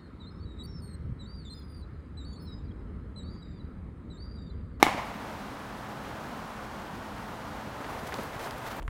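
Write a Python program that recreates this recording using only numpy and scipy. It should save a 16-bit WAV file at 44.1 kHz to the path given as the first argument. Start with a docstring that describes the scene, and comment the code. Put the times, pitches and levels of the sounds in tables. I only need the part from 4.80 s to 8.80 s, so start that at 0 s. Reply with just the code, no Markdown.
"""First comes one hard wooden knock, loud enough to overload the microphone: a cricket bat meets the
ball in an outdoor practice net. Walls throw the knock back dully, the yard rings briefly and the ball
thuds away. Distant traffic and a low drone lie under it all. In the last second something rustles
and scuffs on the artificial turf nearby."""
import sys
import numpy as np
from scipy import signal
from scipy.fft import rfft, irfft
from scipy.io import wavfile

SR = 44100
rng = np.random.default_rng(int(sys.argv[2]) if len(sys.argv) > 2 else 0)


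def file_out(sig):
    """Save sig as 16-bit WAV at sys.argv[1]."""
    # one column per channel
    cols = np.atleast_2d(sig).T
    # limit, then scale
    lim = np.clip(cols, -1, 1)
    pcm = np.round(lim * 32767).astype(np.int16)
    wavfile.write(sys.argv[1], SR, pcm)


N = 176400  # 4 seconds
HIT_S = .0277  # when the bat meets the ball

# The tones of bat and ball. Columns: pitch_hz, level_db, fade_s (time to fade by 60 dB)
BAT_TONES = [(318, -5.5, 0.017), (812, -2, 0.014), (1160, -10.5, 0.015), (1760, -18, 0.017),
             (2190, -5, 0.014), (3070, -11, 0.0079), (3750, -9.5, 0.0093), (4470, -16, .004),
             (5420, -11, 0.0044), (6080, -14, 0.0049)]
# How strong the crack is from low to high pitch. Columns: pitch_hz, level_db
CRACK_COLOUR = [(1000, -19), (2800, 2), (6000, -2), (7200, -8), (12500, -0.5), (15500, -22)]
def knock():
    """The contact cracks and the wood rings briefly, its lowest tones swelling last."""
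    swell_s, lowest_hz = .000706, BAT_TONES[0][0]
    wood = 0
    for pitch_hz, level_db, fade_s in BAT_TONES:
        tone = np.sin(2 * np.pi * pitch_hz * (since(HIT_S) - swell_s))
        rise_s = .0001 + swell_s * lowest_hz / pitch_hz
        wood += undb(level_db) * tone * decay(HIT_S, fade_s, rise_s)
    crack = colour(rng.standard_normal(N), CRACK_COLOUR) * decay(HIT_S, .012, rise=.0001)
    return undb(3) * wood + undb(-17.5) * crack


# Echoes from the walls. Columns: delay_s, level_db, treble_cutoff_hz
WALL_ECHOES = [(.0095, -25, 9000), (0.0384, -12, 2300), (0.0452, -22, 2600)]
def wall_echoes(sound):
    """Each wall sends back one later, quieter, duller copy of the sound."""
    samples = np.arange(N)
    echoes = 0
    for delay_s, level_db, cutoff_hz in WALL_ECHOES:
        delayed = np.interp(samples - delay_s * SR, samples, sound, left=0)
        echoes += undb(level_db) * dull(delayed, cutoff_hz)
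    return echoes


# Blurred echoes. Columns: delay_s, level_db, fade_s
FAR_ECHOES = [(.048, -25.5, 0.17), (0.141, -30.5, 0.33)]
# Their tone colour. Columns: pitch_hz, level_db
FAR_COLOUR = [(250, -28), (520, -5), (740, 0), (1050, 4.5), (1550, -17), (2150, -6), (2800, -17),
              (6000, -29), (15000, -55)]
def far_echoes():
    """Hedges and far walls smear the bat's middle tones into short washes of noise."""
    loudness = sum(undb(level_db) * decay(HIT_S + delay_s, fade_s, rise=.0031)
                   for delay_s, level_db, fade_s in FAR_ECHOES)
    return colour(rng.standard_normal(N), FAR_COLOUR) * loudness


# The ring of the yard. Columns: pitch_hz, level_db, fade_s
YARD_RING = [(120, -6, 0.59), (260, -2, .4), (483, -20, 0.93), (746, 0.5, 0.98), (1080, -7.5, 1),
             (1510, -11, 0.74), (2170, -6, 1), (2650, -13, 0.83), (4030, -17.5, 0.69), (7000, -23.5, 0.53),
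             (15000, -30, 0.28)]
# Tone colour of the first bounces. Columns: pitch_hz, level_db
SCATTER_COLOUR = [(150, -19), (330, 10), (900, -19), (1500, -3), (2200, 6), (3000, 2), (6000, -6),
                  (9000, -15), (15000, -24)]
def yard():
    """The knock scatters off posts and ground, then leaves a ring whose highest part dies first."""
    pitches_hz, _, fades_s = np.array(YARD_RING).T
    wash = colour(rng.standard_normal(N), YARD_RING)
    ring = 0
    for share, fade_s in zip(np.eye(len(pitches_hz)), fades_s):
        # Pick out the noise around one pitch, so it can fade at its own speed.
        part = shape(wash, lambda hz: np.interp(np.log(hz), np.log(pitches_hz), share))
        ring += part * decay(HIT_S, fade_s, rise=.0048)
    scatter = colour(rng.standard_normal(N), SCATTER_COLOUR) * decay(HIT_S, .11, rise=.0011)
    return undb(-28) * ring + undb(-25) * scatter


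# Soft thuds. Columns: start_s, level_db, pitch_hz, fade_s
GROUND_THUDS = [(0.1444, -24.5, 260, 0.055), (3.003, -36, 250, 0.076), (3.043, -33, 750, 0.037),
                (3.108, -33, 450, 0.06), (3.385, -28.5, 383, 0.085), (3.53, -34.5, 684, .06),
                (3.56, -38.5, 115, 0.16), (3.592, -40.5, 1190, 0.13), (3.864, -36, 780, 0.067)]
def thuds():
    """Ball and feet land on soft ground with short, dull blows."""
    return sum(undb(level_db) * band(pitch_hz, 2.1 * pitch_hz) * decay(start_s, fade_s, rise=.0016)
               for start_s, level_db, pitch_hz, fade_s in GROUND_THUDS)


def grains():
    """Gritty noise: each sample gets a random boost of up to 15 dB."""
    return rng.standard_normal(N) * undb(3 * np.minimum(rng.exponential(size=N), 5))


# Tone colour of the rustle. Columns: pitch_hz, level_db
RUSTLE_COLOUR = [(150, -31), (400, 1.5), (1000, 1.5), (2200, -10), (4500, -23), (9000, -25), (15000, -27)]
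# Scuffs on the turf. Columns: start_s, length_s, level_db
TURF_SCUFFS = [(3.18, 0.032, -50), (3.264, 0.02, -43), (3.317, 0.19, -49.5), (3.588, 0.1, -45),
               (3.818, 0.023, -57), (3.854, 0.041, -43.5), (3.896, 0.042, -44.5), (3.955, 0.05, -64)]
# Their tone colour. Columns: pitch_hz, level_db
SCUFF_COLOUR = [(500, 7.5), (2000, 2), (4500, -0.5), (9000, -9), (13500, -8), (16000, -11)]
# Ticks of grit. Columns: start_s, level_db, pitch_hz, width_hz, fade_s
GRIT_TICKS = [(3.323, -31.5, 1900, 900, 0.046), (3.3418, -26, 3130, 2970, 0.0085),
              (3.433, -43, 13000, 7000, .012), (3.709, -33.5, 4000, 6000, 0.0083),
              (3.782, -41, 12000, 12000, 0.0096), (3.966, -45, 12800, 4000, .014)]
def turf():
    """Something rubs over the turf: an uneven rustle, gritty scuffs and a few ticks."""
    start_s, rise_s = 2.99, .031
    fade_in = np.minimum(since(start_s) / rise_s, 1)
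    rustle = colour(grains(), RUSTLE_COLOUR) * fade_in * undb(-44.5 + 2.5 * walk(12))
    pressure = sum(undb(level_db) * np.sin(np.pi * np.minimum(since(start_s) / length_s, 1))
                   for start_s, length_s, level_db in TURF_SCUFFS)
    ticks = sum(undb(level_db) * band(pitch_hz, width_hz) * decay(start_s, fade_s, rise=.0001)
                for start_s, level_db, pitch_hz, width_hz, fade_s in GRIT_TICKS)
    scuffs = pressure * colour(grains(), SCUFF_COLOUR)
    return rustle + scuffs + ticks


# Tone colour of distant traffic. Columns: pitch_hz, level_db
TRAFFIC_COLOUR = [(12, -53), (20, -23.5), (53, -3), (85, -6), (122, -4), (175, -6.5), (213, -6),
                  (252, -5.5), (289, -6.5), (324, -9), (362, -11.5), (857, -7.5), (1450, -12), (2270, -21),
                  (3350, -25), (8400, -37), (15500, -41)]
# How loud the engine drone is over time. Columns: time_s, level_db
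DRONE_LEVELS = [(0, -51), (1.2, -52.5), (2.1, -48.5), (2.85, -52.5), (3.05, -70), (4, -74)]
def traffic():
    """Far traffic blends into a wash that swells slightly, with one low engine drone."""
    wash = colour(rng.standard_normal(N), TRAFFIC_COLOUR)
    swell_db = .35 * walk(.81)
    flicker_db = .45 * walk(27)
    drone_db = np.interp(since(0), *np.array(DRONE_LEVELS).T)
    drone = band(hz=210.5, width_hz=15.2) * undb(drone_db)
    return wash * undb(-40 + swell_db + flicker_db) + drone


def scene():
    """The knock and its echoes over the quieter sounds, in one channel."""
    hit = knock()
    return (hit + wall_echoes(hit) + far_echoes() + yard() + thuds() + traffic() + turf())[None]


def record(dry):
    """The overload flattens the knock's peaks, then the highest treble is cut away."""
    cutoff_hz = 15800
    treble_cut = signal.ellip(10, .1, 70, cutoff_hz, fs=SR, output="sos")
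    return signal.sosfilt(treble_cut, np.clip(dry, -1, 1))


# Small tools used by the sounds above.
def undb(db):
    """Turn decibels into a number to multiply by."""
    return 10 ** (np.asarray(db) / 20)


def unit(x):
    """Scale a sound to an average strength (rms) of 1."""
    return x / np.sqrt(np.mean(x ** 2))


def shape(x, gain):
    """Turn each pitch up or down by gain(hz)."""
    hz = np.maximum(np.arange(N // 2 + 1) * SR / N, 1)
    return irfft(rfft(x) * gain(hz), N)


def colour(x, points):
    """Give a sound a tone colour from (pitch_hz, level_db) rows, at strength 1."""
    pitches_hz, levels_db = np.array(points).T[:2]
    return unit(shape(x, lambda hz: undb(np.interp(np.log(hz), np.log(pitches_hz), levels_db))))


def band(hz, width_hz):
    """Noise gathered around one pitch, at strength 1."""
    return unit(shape(rng.standard_normal(N), lambda f: 1 / (1 + ((f - hz * hz / f) / width_hz) ** 2)))


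def dull(x, hz):
    """Soften the treble above hz."""
    return signal.sosfilt(signal.butter(2, hz, fs=SR, output="sos"), x)


def since(start_s):
    """Seconds since a moment, zero before it."""
    return np.maximum(np.arange(N) / SR - start_s, 0)


def decay(start_s, fade_s, rise):
    """Swell in about `rise` seconds, and fall by 60 dB every fade_s."""
    age_s = since(start_s)
    return (1 - np.exp(-age_s / rise)) * np.exp(-np.log(1000) * age_s / fade_s)


def walk(rate_hz):
    """A smooth random wander, typically 1 away from zero."""
    return unit(shape(rng.standard_normal(N), lambda hz: np.exp(-hz / rate_hz)))


dry = scene()
out = record(dry)
file_out(out)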